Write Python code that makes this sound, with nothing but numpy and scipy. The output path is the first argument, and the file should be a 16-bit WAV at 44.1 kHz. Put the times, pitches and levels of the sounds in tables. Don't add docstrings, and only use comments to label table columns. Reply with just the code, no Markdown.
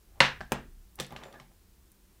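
import sys
import numpy as np
from scipy import signal
from scipy.fft import rfft, irfft
from scipy.io import wavfile

SR = 44100
rng = np.random.default_rng(int(sys.argv[2]) if len(sys.argv) > 2 else 0)


def unload_wav(signal):
    wavfile.write(
        sys.argv[1],
        SR,
        np.round(np.clip(np.atleast_2d(signal).T, -1, 1) * 32767).astype(np.int16),
    )


def ratio(d):
    e = np.asarray(d, float) / 20
    return 10 ** e


N = 97020

# t/s, level/dB, desk thud level/dB
LID_SNAPS = [(0.2039, -8.5, -23.5)]
# t after the snap/s, level against the snap/dB
LID_RATTLE = [(.0033, -3), (.0073, -8), (.0183, -12), (.045, -12)]
# f/Hz, relative level/dB per Hz
LID_CRACK_COLOUR = [(150, -23), (840, 2), (2050, 5.5), (4700, -5.5), (6300, -27.5), (9000, -23),
                    (16000, -42.5)]
# t/s, level/dB, desk thud level/dB
PAN_TAPS = [(0.407, -33, -43.5), (0.4118, -32, -44)]
# f/Hz, relative level/dB, longest t60/s
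PAN_MODES = [(730, 7.5, 0.019), (1645, 10.5, .03), (2720, -2, .02), (4470, -1, .02), (6350, -19, 0.018)]
# t/s, level/dB, desk thud level/dB
CASE_KNOCKS = [(0.5200, -17.5, -27), (0.524, -29.5, -35)]
# f/Hz, relative level/dB per Hz
CASE_CRACK_COLOUR = [(88, -15), (700, 5), (1830, -2), (5150, -17), (8000, -17.5), (12700, -19.5),
                     (16000, -18)]
# t/s, level/dB, centre of the ring f/Hz, desk thud level/dB
HANDLE_CLICKS = [(0.989, -37.5, 1690, -41), (0.9997, -23, 2970, -40.5), (1.0020, -32, 550, -57),
                 (1.0059, -27, 2900, -36.5), (1.046, -40, 2600, -71), (1.1065, -44, 1710, -49),
                 (1.124, -41, 890, -39), (1.1630, -32.5, 1580, -44.5), (1.2359, -41, 2600, -59),
                 (1.3266, -47.5, 3760, -87), (1.341, -44.5, 1230, -55), (1.3991, -40.5, 1770, -49)]
CRACK_T60_S = 0.023


def rms_one(x):
    return x / np.sqrt(np.mean(x ** 2) + 1e-20)


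def at_hz(points, hz):
    return np.interp(np.log(hz), np.log(np.array(points)[:, 0]), np.array(points)[:, 1])


def in_time(rows):
    return np.interp(np.arange(N) / SR, *np.transpose(rows))


def low_pass(x, hz):
    return signal.sosfilt(signal.butter(2, hz, fs=SR, output="sos"), x)


def band_pass(x, low_hz, high_hz):
    return signal.sosfilt(signal.butter(2, [low_hz, high_hz], "band", fs=SR, output="sos"), x)


def coloured_noise(spectrum):
    white = rng.standard_normal(N)
    hz = np.maximum(np.fft.rfftfreq(N, 1 / SR), 1)
    return rms_one(irfft(rfft(white) * ratio(at_hz(spectrum, hz)), N))


def ring(clicks, hz, t60):
    radius = ratio(-60 / (max(t60, .002) * SR))
    angle = 2 * np.pi * hz / SR
    feedback = [1, -2 * radius * np.cos(angle), radius * radius]
    return signal.lfilter([0, np.sin(angle)], feedback, clicks + 1e-18)


def train(times, gains):
    out = np.zeros(N)
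    np.add.at(out, (np.asarray(times) * SR).astype(int), gains)
    return out


def bursts(times, levels_db, noise, t60):
    decay = ratio(-60 / (t60 * SR))
    return noise * signal.lfilter([1], [1, -decay], train(times, ratio(levels_db)) + 1e-18)


def band_burst(s, db, low_hz, high_hz, t60):
    noise = band_pass(rng.standard_normal(N), low_hz, min(high_hz, .45 * SR))
    return bursts([s], db, rms_one(noise), t60)


def struck(times, levels_db, modes, weights_db=None):
    plastic_cycles = 20
    contact_hz = 5700
    shape = (len(times), len(modes))
    if weights_db is None:
        weights_db = np.zeros(shape)
    own_db = 2 * rng.normal(0, 1, shape)
    sign = rng.choice([-1, 1], shape)
    rings = 0
    for k, (hz, db, t60) in enumerate(modes):
        gains = ratio(levels_db + db + weights_db[:, k] + own_db[:, k]) * sign[:, k]
        rings = rings + ring(train(times, gains), hz, min(t60, plastic_cycles / hz))
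    return low_pass(rings, contact_hz) / np.sqrt(len(modes))


def background():
    # f/Hz, relative level/dB per Hz
    hiss_colour = [(53, -50), (90, -21.5), (193, 6), (262, -6), (340, 0.5), (526, -12), (948, -12.5),
                   (2590, -16.5), (12400, -17), (15500, -15.5), (16500, -44)]
    # t/s, level/dB
    rumble_level = [(0, -65.5), (.27, -49.5), (.6, -55), (1.1, -61.5), (1.3, -63), (1.8, -59),
                    (1.95, -63.5), (2.1, -61)]
    hiss_db = -66
    hum_start_s, hum_length_s, hum_hz, hum_db = .67, .2, 33, -45
    rumble = rms_one(band_pass(rng.standard_normal(N + SR), 23.68, 69.46)[SR:])
    hiss = ratio(hiss_db) * coloured_noise(hiss_colour)
    t = np.arange(N) / SR
    swell = np.sin(np.pi * np.clip((t - hum_start_s) / hum_length_s, 0, 1)) ** .5
    hum = ratio(hum_db) * swell * np.sin(2 * np.pi * hum_hz * t)
    return hiss + ratio(in_time(rumble_level)) * rumble + hum


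def slide():
    # t/s, level/dB
    slide_level = [(0.06, -86), (0.19, -61.5), (0.22, -73), (0.49, -87), (0.519, -48.5), (0.53, -97),
                   (0.96, -97), (0.99, -45.5), (1.09, -74), (1.115, -48), (1.15, -55), (1.2, -54),
                   (1.26, -50), (1.325, -60.5), (1.345, -54.5), (1.42, -61), (1.495, -81), (1.515, -66),
                   (1.57, -100)]
    # f/Hz, relative level/dB per Hz
    slide_colour = [(200, -10), (560, -3), (800, -1), (1200, -6), (2200, -9.5), (4800, -27), (8000, -45)]
    # t/s, f/Hz
    hollow_centre = [(1.11, 696), (1.135, 929.4), (1.17, 1180), (1.22, 1090), (1.238, 574), (1.325, 500),
                     (1.345, 1616), (1.385, 1645), (1.41, 800)]
    grains_per_s, grain_spread_db = 5000, 3.0
    grain_cycles = 4.8
    patchy_db = 3.5
    hollow_db, hollow_half_width_hz = -4.5, 82
    sizes = ratio(grain_spread_db * np.minimum(rng.exponential(1, N), 4)) * rng.choice([-1, 1], N)
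    grains = sizes * (rng.random(N) < grains_per_s / SR)
    dealt = rng.integers(0, 32, N)
    patches = rng.standard_normal((32, 56))
    rubbing = 0
    for k, hz in enumerate(np.geomspace(200, 8000, 32)):
        patch = np.interp(np.linspace(0, 55, N), np.arange(56), patches[k])
        gain = np.sqrt(hz) * ratio(at_hz(slide_colour, hz) + patchy_db * patch)
        rubbing = rubbing + gain * ring(grains * (dealt == k), hz, grain_cycles / hz)
    turn = np.exp(2j * np.pi * np.cumsum(in_time(hollow_centre)) / SR)
    hollow = np.real(turn * low_pass(grains / turn, hollow_half_width_hz))
    return ratio(in_time(slide_level)) * (rms_one(rubbing) + ratio(hollow_db) * rms_one(hollow))


def lid():
    # f/Hz, relative level/dB, longest t60/s
    lid_modes = [(563, 0, 0.044), (905, 4.5, 0.03), (1044, 3.5, 0.01), (1799, 8.5, 0.044), (1936, 15, 0.03),
                 (2640, 14.5, 0.011), (3070, 2.5, 0.023), (3610, 14.5, 0.01), (4293, 15, 0.0086),
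                 (8600, 14, .004)]
    crack_db = -0.5
    dull_hz = 6000
    s, db, _ = np.transpose(LID_SNAPS)
    after_s, touch_db = np.transpose([(0.00041, 0.0077)] + LID_RATTLE)
    dulling_db = np.outer(touch_db, np.array(lid_modes)[:, 0] / dull_hz)
    rings = struck(s + after_s, db + touch_db, lid_modes, dulling_db)
    return rings + bursts(s, db + crack_db, coloured_noise(LID_CRACK_COLOUR), CRACK_T60_S)


def desk():
    # f/Hz, level/dB, t60/s
    desk_modes = [(56, -13, 0.21), (138.2, -1.5, 0.31), (189.6, -6.5, .25), (237.4, -5.5, 0.26),
                  (364.6, 1, 0.05)]
    soft_hz = 162
    blows = LID_SNAPS + PAN_TAPS + CASE_KNOCKS + HANDLE_CLICKS
    s, thud_db = np.transpose([(row[0], row[-1]) for row in blows])
    pole = np.exp(-2 * np.pi * soft_hz / SR)
    push = signal.lfilter([1 - pole], [1, -pole], train(s, ratio(thud_db)))
    return sum(ratio(db) * ring(push, hz, t60) * (-1) ** k for k, (hz, db, t60) in enumerate(desk_modes))


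def pan():
    s, db, _ = np.transpose(PAN_TAPS)
    return struck(s, db, PAN_MODES) + band_burst(s[0], db[0] - 13.5, 380, 3400, CRACK_T60_S)


def case():
    # f/Hz, relative level/dB, longest t60/s
    case_modes = [(269.5, 3.5, 0.049), (550, 0.5, 0.047), (195.3, 1, 0.043), (1430, 1, .015),
                  (2290, 1, .01), (6650, -16, .01), (9000, 8.5, .004)]
    crack_db = -1.5
    s, db, _ = np.transpose(CASE_KNOCKS)
    rings = struck(s, db, case_modes)
    return rings + bursts(s, db + crack_db, coloured_noise(CASE_CRACK_COLOUR), CRACK_T60_S)


def ticks():
    # t/s, level/dB, centre f/Hz
    tick_rows = [(0.9563, -46, 11200), (1.002, -39.5, 11500), (1.012, -48, 11000), (1.0280, -49, 13000),
                 (1.0370, -50, 8150), (1.066, -49, 8900), (1.1216, -50.5, 13500), (1.9175, -54.5, 10950)]
    tick_t60_s = 0.017
    return sum(band_burst(s, db, hz * 0.74, hz * 1.28, tick_t60_s) for s, db, hz in tick_rows)


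def handles():
    # f/Hz, relative level/dB, longest t60/s
    handle_modes = [(500, 10.5, 0.029), (810, 7.5, 0.024), (1160, 5, 0.031), (1780, 2.5, 0.066),
                    (2120, 4, 0.016), (2600, -1, 0.044), (3440, 12, 0.02), (4930, -10, 0.01)]
    spread_oct = 0.85
    crack_db = -6.5
    s, db, centre_hz, _ = np.transpose(HANDLE_CLICKS)
    distance = np.log2(np.array(handle_modes)[:, 0] / centre_hz[:, None]) / spread_oct
    cracks = sum(band_burst(t, level + crack_db, hz * .4, hz * 2.6, CRACK_T60_S)
                 for t, level, hz in zip(s, db, centre_hz))
    buzz = ferrule()
    return struck(s, db, handle_modes, -6 * distance ** 2) + cracks + buzz


def ferrule():
    start_s, level_db, centre_hz, width_hz, t60_s = 1.236, -64, 7180, 310, .3
    return band_burst(start_s, level_db, centre_hz - width_hz / 2, centre_hz + width_hz / 2, t60_s)


def reflections(colour_db):
    # f/Hz, t60/s
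    room_decay = [(150, .35), (300, 0.38), (700, 0.23), (1800, 0.28), (4800, 0.22), (12800, 0.074)]
    build_s = 0.0013
    t = np.arange(SR // 2) / SR
    edges = 90 * 2 ** np.arange(0, 7.6, .5)
    white = rng.standard_normal((2, len(t)))
    tail, power = 0, 0
    for k, (low, high) in enumerate(zip(edges, edges[1:])):
        hz = np.sqrt(low * high)
        band = ratio(colour_db(hz)) * band_pass(white[k % 2], low, high)
        tail = tail + band * ratio(-60 * t / at_hz(room_decay, hz))
        power = power + np.mean(band ** 2)
    return tail * (1 - np.exp(-t / build_s)) / np.sqrt(power)


def room(close):
    room_db = -12
    tail = reflections(lambda hz: 0)
    return ratio(room_db) * signal.fftconvolve(close, tail / np.sqrt(np.sum(tail ** 2)))[:N]


def echo(s, db, colour_db):
    return signal.fftconvolve(train([s], ratio(db)), reflections(colour_db))[:N]


def echoes():
    lid_db, case_db, small_db = -8.5, -15.5, -18.5
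    s, db, _ = LID_SNAPS[0]
    wash = echo(s, db + lid_db, lambda hz: at_hz(LID_CRACK_COLOUR, hz))
    last_s, last_db = LID_RATTLE[-1]
    wash = wash + ratio(last_db) * np.roll(wash, int(last_s * SR))
    s, db, _ = CASE_KNOCKS[0]
    wash = wash + echo(s, db + case_db, lambda hz: at_hz(CASE_CRACK_COLOUR, hz))
    hits = [row[:3] for row in HANDLE_CLICKS] + [(*PAN_TAPS[0][:2], PAN_MODES[1][0])]
    for s, db, centre_hz in hits:
        wash = wash + echo(s, db + small_db, lambda hz: -2.5 * np.log2(hz / centre_hz) ** 2)
    return wash


def scene():
    close = lid() + pan() + case() + handles() + ticks() + slide()
    return (close + room(close) + echoes() + desk() + background())[None, :]


def top_cut(x):
    return signal.sosfilt(signal.butter(12, 16710, fs=SR, output="sos"), x)


def record(dry):
    overload, cutoff_hz = .95, 15900
    rounded = overload * np.tanh(dry / overload)
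    mix = signal.sosfilt(signal.ellip(10, .5, 60, cutoff_hz, fs=SR, output="sos"), rounded)
    return top_cut(mix)


dry = scene()
out = record(dry)
unload_wav(out)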